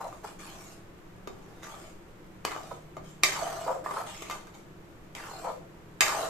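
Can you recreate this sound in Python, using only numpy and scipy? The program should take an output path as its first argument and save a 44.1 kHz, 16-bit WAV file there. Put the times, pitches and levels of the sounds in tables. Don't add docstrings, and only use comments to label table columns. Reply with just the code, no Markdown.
import sys
import numpy as np
from scipy import signal
from scipy.fft import rfft, irfft
from scipy.io import wavfile
from scipy.ndimage import uniform_filter1d

SR = 44100
rng = np.random.default_rng(int(sys.argv[2]) if len(sys.argv) > 2 else 0)


def int16_out(signal):
    q = np.round(np.clip(np.atleast_2d(signal).T, -1, 1) * 32767)
    wavfile.write(sys.argv[1], SR, q.astype(np.int16))


N = 277389
TIME = np.arange(N) / SR
TOP_HZ = 14300

# (time to fade by 60 dB, before damping)
PAN_NOTES = [(274, -14.5, 0.22), (393.4, -5.5, 0.36), (503, -9.5, 0.034), (609, -11.5, 0.31),
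             (734, -1, 0.074), (850, -14, 0.042), (1020, 6.5, 0.033), (1190, 4.5, 0.12), (1247, -7, 0.14),
             (1845, -1.5, 0.1), (2094, 3, 0.13), (2453, 0, 0.15), (2620, -2.5, 0.2), (3057, -3.5, 0.21),
             (3700, -1, 0.077), (3830, -12, 0.21), (4730, -9, 0.11), (5230, -10, .11), (6190, -8, 0.088),
             (6720, -1, 0.078), (7370, -4, 0.11), (8780, -15.5, 0.13), (12100, -23, 0.087)]
# pitch_hz, width_hz, level_db
PAN_UNDER_PASTE = [(411, 27, -3), (510.5, 60, 4), (637, 89, 4), (703, 68, 3), (794, 105, 1), (984, 90, 5),
                   (1177, 77, -0.5), (1301, 82, 2), (2100, 42, -8), (2414, 32, -5.5), (3170, 35, -33)]


def scrape():
    rub, hiss, blade_hz = strokes()
    wobble = 0.1 * np.clip((blade_hz - 600) / 900, 0.15, 1)
    blade_hz = blade_hz * (1 + wobble * wander(per_s=70))
    judder = wander(per_s=90)
    slips = blend_sides(clicks(per_s=1400, spread_db=1), likeness=0.87) * gain(3.9 * judder)
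    pan = normalize(resonances(slips, PAN_UNDER_PASTE)) + gain(9) * normalize(slips)
    free = even_out(resonate(resonate(pan, blade_hz, width_hz=560), blade_hz, width_hz=800))
    sunk = even_out(resonate(resonate(pan, blade_hz, width_hz=95), blade_hz, width_hz=210))
    depth = np.clip((1000 - blade_hz) / 320, 0, 0.9)
    direct = even_out(shape_tone(pan, [(200, -16), (380, -8.5), (600, -5), (1350, 2),
                                       (1700, -8), (2900, -20), (4500, -22), (9000, -24)]))
    body = (1 - depth) * free + depth * sunk + gain(-1 - 0.97 * depth) * direct
    return gain(-3.5) * rub * even_out(body, samples=1100) + hiss * grit(judder)


def strokes():
    # start_s, length_s, rub_db, rub_change_db, hiss_db, hiss_change_db,
    # landing_hz, sink_s
    moves = [(0, 0.19, -38, -20, -53.5, -10.5, 760, .1), (0.232, 0.048, -30.5, -15.5, -54, 2.5, 860, .2),
             (0.385, 0.35, -48.5, -7, -50, -6.5, 1480, 0.086),
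             (1.314, 0.35, -59.5, 4.5, -72.5, 10, 915, .2),
             (1.623, 0.25, -44.5, -8.5, -54, -2, 1660, 0.077),
             (2.444, 0.3, -33, -19, -53, -4.5, 2260, 0.095), (3.03, 0.085, -70, -11, -57.5, -2, 715, .1),
             (3.226, 0.5, -30.5, -8, -39, -13.5, 2280, 0.12), (3.836, 0.17, -39, 5, -53.5, 8, 1480, 0.12),
             (4.062, 0.063, -46, -9.5, -46, -3, 850, 0.12), (4.136, 0.14, -53, 9.5, -53, 0, 2360, 0.31),
             (4.315, 0.07, -39.5, -9.5, -49, -7.5, 1110, 0.33),
             (4.535, 0.023, -56, 4, -54.5, -2, 830, 0.11), (5.15, 0.35, -39, -5.5, -50.5, -2.5, 2020, 0.12),
             (6.011, 0.25, -25.5, -6.5, -38, -4.5, 2060, 0.093)]
    bite_s, sunk_hz = 0.011, 697.0
    rub_fade_db_per_s, hiss_fade_db_per_s = 182, 213
    rub, hiss, blade_hz = np.zeros(N), np.zeros(N), np.full(N, sunk_hz)
    for start_s, length_s, rub_db, rub_change_db, hiss_db, hiss_change_db, landing_hz, sink_s in moves:
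        t = np.maximum(TIME - start_s, 0)
        bite = np.minimum(t / bite_s, 1)
        progress = np.minimum(t / length_s, 1)
        lifted_s = np.maximum(t - length_s, 0)
        pitch_hz = sunk_hz + (landing_hz - sunk_hz) * np.exp(-(t / sink_s) ** 2.08)
        height_db = -2 * np.log2(pitch_hz / sunk_hz)
        rub += bite * gain(rub_db + height_db + rub_change_db * progress - rub_fade_db_per_s * lifted_s)
        hiss += bite * gain(hiss_db + hiss_change_db * progress - hiss_fade_db_per_s * lifted_s)
        blade_hz = np.where(TIME >= start_s, pitch_hz, blade_hz)
    return rub, hiss, blade_hz


def grit(judder):
    # pitch_hz, level_db
    hiss_tone = [(300, -70), (900, 1), (2000, 1.5), (3200, -2), (3900, -1.5), (5000, -2), (6200, -1.5),
                 (7600, 0), (8600, -4), (9600, -10), (12000, -9), (14000, -12.5)]
    grains = blend_sides(clicks(per_s=3500, spread_db=-1.5), likeness=0.055)
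    metal = resonances(grains, [(hz, 60, db) for hz, db, _ in PAN_NOTES if 1800 < hz < 3200])
    hiss = normalize(shape_tone(grains, hiss_tone)) + gain(-17) * normalize(metal)
    return even_out(patchy(hiss, depth_db=5.5)) * gain(0.91 * judder)


def patchy(x, depth_db):
    _, _, spectrum = signal.stft(x, SR, nperseg=512)
    patches = uniform_filter1d(rng.standard_normal(spectrum.shape[1:]), size=3, axis=0)
    patches = normalize(uniform_filter1d(patches, size=9, axis=1))
    return signal.istft(spectrum * gain(depth_db * patches), SR, nperseg=512)[1][:, :N]


def knocks():
    # start_s, level_db, thud_db, treble_db, ring_factor
    hits = [(.126, -43.5, -19, -23, .45), (1.273, -36.5, 13.5, -11.5, 0.34), (1.631, -46.5, -7, -8, 0.68),
            (1.739, -44.5, -8, -30, 0.3), (2.45, -27, 0, -4.5, 0.067), (2.516, -35, -22, -14, 0.55),
            (2.562, -36.5, -19, -18, 0.22), (2.967, -41, 6, -14.5, .47), (3.234, -16, -5, 3, 0.4),
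            (3.86, -31, -15, -31, 0.64), (3.909, -33, -4, -21, .8), (4.221, -39, 6, -4, 0.4),
            (4.298, -34.5, -11.5, -9, 0.81), (4.31, -35.5, -22, -5.5, 1), (4.469, -49.5, 1, -10, 0.95),
            (5.15, -40.5, 1, -2, 0.15), (6.0069, -16.5, 0.5, 9, 0.62), (6.019, -29, -28, -14, 0.35),
            (6.081, -29.5, -9, -5, 0.74)]
    out = np.zeros((2, N + SR))
    for start_s, level_db, thud_db, treble_db, ring_factor in hits:
        sound = knock(thud_db, clang_db=0.96 * treble_db - 1.5, tick_db=treble_db + 2.24,
                      ring_factor=max(ring_factor, 0.1))
        start = round(start_s * SR)
        out[:, start:start + sound.shape[1]] += gain(level_db) * sound
    return out[:, :N]


def knock(thud_db, clang_db, tick_db, ring_factor, rise_s=0.00068, soak_s=0.0021):
    # pitch_hz, level_db
    crack_tone = [(60, -14.5), (200, -23.5), (400, 0), (1100, -3), (2300, 8.5), (3200, 0), (5500, -3.5),
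                  (8000, -6), (9300, -14), (12500, -10), (14000, -14.5)]
    t = TIME[:SR // 2]
    pitch_hz, level_db, ring_s = np.transpose(PAN_NOTES)[:, :, None]
    phase = 2 * np.pi * rng.random(pitch_hz.shape)
    phase = phase + 0.96 * rng.standard_normal((2, *pitch_hz.shape))
    fade = gain(-60 * t / (ring_s * ring_factor)) + 0.35 * np.exp(-t / soak_s)
    notes = (gain(level_db) * fade * np.sin(2 * np.pi * pitch_hz * t + phase)).sum(1)
    crack_fade = np.exp(-t / (0.002 * ring_factor)) + gain(-13) * np.exp(-t / (0.03 * ring_factor))
    noise = blend_sides(rng.standard_normal((2, len(t))), likeness=0.49)
    crack = shape_tone(noise * crack_fade, crack_tone)
    crowd_hz = np.arange(1400, TOP_HZ, 130)
    favour_db = np.append(0, rng.uniform(-14, 6, len(crowd_hz) - 1))
    crack = shape_tone(crack, np.column_stack([crowd_hz, favour_db]))
    rise = 1 - np.exp(-(t / rise_s) ** 2)
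    sound = (normalize(crack) + normalize(notes)) * rise
    cushion = [(280, thud_db), (600, 0), (1300, 0.012),
               (1900, clang_db), (3000, clang_db), (4500, tick_db)]
    sound = shape_tone(sound, cushion)
    return sound / np.sqrt(np.mean(sound[:, :SR // 100] ** 2))


def chatter():
    # start_s, length_s, level_db, pitch_hz, width_hz
    skips = [(.004, 0.013, -38.5, 780, 300), (0.038, 0.039, -39, 770, 298), (0.245, 0.0083, -41, 805, 500),
             (2.71, 0.021, -36.5, 760, 650), (2.969, 0.013, -41, 690, 250), (3.42, 0.016, -29.5, 682, 40),
             (3.467, 0.0095, -33, 703, 40), (3.666, 0.055, -29, 674, 655), (3.739, 0.034, -35.5, 630, 100),
             (3.963, 0.02, -31.5, 1180, 655), (4.001, 0.019, -36, 710, 200),
             (5.441, 0.071, -33.5, 730, 546), (6.232, 0.0076, -30.5, 690, 120)]
    bumps = blend_sides(clicks(per_s=900, spread_db=1), likeness=0.75) * gain(5.7 * wander(per_s=220))
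    tone = [(200, -32), (380, -13.5), (500, -0.5), (1300, -0.5), (1700, -1), (2600, -13), (5000, -25)]
    pan = shape_tone(resonances(bumps, PAN_UNDER_PASTE), tone)
    out = np.zeros((2, N))
    for start_s, length_s, level_db, pitch_hz, width_hz in skips:
        inside_s = np.minimum(TIME - start_s, start_s + length_s - TIME)
        force = gain(level_db) * np.clip(inside_s / (0.31 * length_s) + 0.5, 0, 1)
        out += force * even_out(resonate(pan, pitch_hz, width_hz), samples=600)
    return out


def stove_rush():
    # pitch_hz, level_db
    rush_tone = [(20, 0.5), (35, -6.5), (60, -16), (190, -5), (255, -13.5), (330, -8.5), (520, -12.5),
                 (760, -17), (1150, -17.5), (2000, -23), (4900, -35.5), (7500, -35), (10000, -43),
                 (14000, -38)]
    # pitch_hz, likeness (0 to 1)
    likeness = [(30, 0.8), (120, 0.81), (300, 0.83), (700, 0.19), (2000, 0), (8000, 0)]
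    hz = np.fft.rfftfreq(N, 1 / SR)
    spectrum = blend_sides(rfft(rng.standard_normal((2, N))), look_up(likeness, hz))
    return gain(-51) * normalize(irfft(spectrum * gain(look_up(rush_tone, hz)), N))


def hum():
    # pitch_hz, width_hz, level_db, swell_share
    notes = [(66.5, 11, -66, 0.4), (111.4, 4.8, -63.5, 0.071), (153.1, 0.41, -64, 0.98),
             (182, 10.2, -62.5, 0), (331, 44, -59.5, 0.082)]
    # time_s, level_db
    swell = [(0, -6.5), (1.2, 1), (2.2, -2.5), (2.75, 10), (3.4, 10), (4.4, -2), (6.29, 4)]
    swell_db = np.interp(TIME, *np.transpose(swell))
    out = np.zeros((1, N))
    for pitch_hz, width_hz, level_db, swell_share in notes:
        band = resonate(rng.standard_normal((1, N)), pitch_hz, width_hz)
        band = resonate(band, pitch_hz, 3 * width_hz)
        out += gain(level_db + swell_share * swell_db) * even_out(band, samples=16000)
    return out


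def sizzle():
    pops = clicks(per_s=110, spread_db=-2.5)
    tone = [(400, -16), (1500, -5.5), (7000, -15), (14000, -14.5)]
    return gain(-74.5) * normalize(shape_tone(pops, tone))


def kitchen(x, echo_db=-3.5):
    # pitch_hz, fade_s
    fade_times = [(200, 0.92), (1000, 0.27), (4000, 0.39), (8000, 0.4), (14000, 0.25)]
    echoes = rng.standard_normal((2, SR // 2)) * (rng.random((2, SR // 2)) < 4000 / SR)
    echoes[:, :SR // 200] = 0
    hz, t, spectrum = signal.stft(echoes, SR, nperseg=256)
    fade = gain(-60 * t / look_up(fade_times, hz)[:, None])
    tail = signal.istft(spectrum * fade, SR, nperseg=256)[1]
    return x + gain(echo_db) * signal.fftconvolve(x, tail / np.linalg.norm(tail[0]), axes=1)[:, :N]


def clicks(per_s, spread_db):
    size = gain(spread_db * np.minimum(rng.exponential(1, N), 4))
    happens = rng.random(N) < per_s / SR
    return size * happens * rng.standard_normal((2, N))


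def wander(per_s):
    return normalize(np.interp(TIME * per_s, np.arange(4096), rng.standard_normal(4096)))


def resonate(x, pitch_hz, width_hz):
    turn = np.exp(2j * np.pi * np.cumsum(pitch_hz * np.ones(N)) / SR)
    decay = np.exp(-np.pi * width_hz / SR)
    return 2 * (turn * signal.lfilter([1 - decay], [1, -decay], x / turn + 1e-18)).real


def resonances(x, rows):
    return sum((-1) ** k * gain(level_db) * np.sqrt(100 / width_hz) * resonate(x, pitch_hz, width_hz)
               for k, (pitch_hz, width_hz, level_db) in enumerate(rows))


def shape_tone(x, points):
    log_gain = np.log(gain(look_up(points, abs(np.fft.fftfreq(4096, 1 / SR)))))
    taps = np.fft.ifft(np.exp(np.conj(signal.hilbert(log_gain)))).real[:2048]
    return signal.oaconvolve(x, taps[None], axes=1)[:, :x.shape[1]]


def blend_sides(x, likeness):
    angle = np.arcsin(np.clip(likeness, 0, 1)) / 2
    return np.cos(angle) * x + np.sin(angle) * x[::-1]


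def even_out(x, samples=1800):
    return x / np.sqrt(abs(uniform_filter1d((x ** 2).mean(0), samples)) + 1e-12)


def look_up(points, hz):
    pitch_hz, value = np.transpose(points)
    return np.interp(np.log(hz + 1), np.log(pitch_hz + 1), value)


def normalize(x):
    return x / np.sqrt(np.mean(x ** 2) + 1e-20)


def gain(db):
    return 10 ** (np.asarray(db) / 20)


def scene():
    return kitchen(scrape() + chatter()) + kitchen(knocks()) + stove_rush() + hum() + sizzle()


def record(dry):
    low_pass = signal.firwin(401, TOP_HZ, window=("kaiser", 8), fs=SR)
    return signal.oaconvolve(dry, low_pass[None], "same")


dry = scene()
out = record(dry)
int16_out(out)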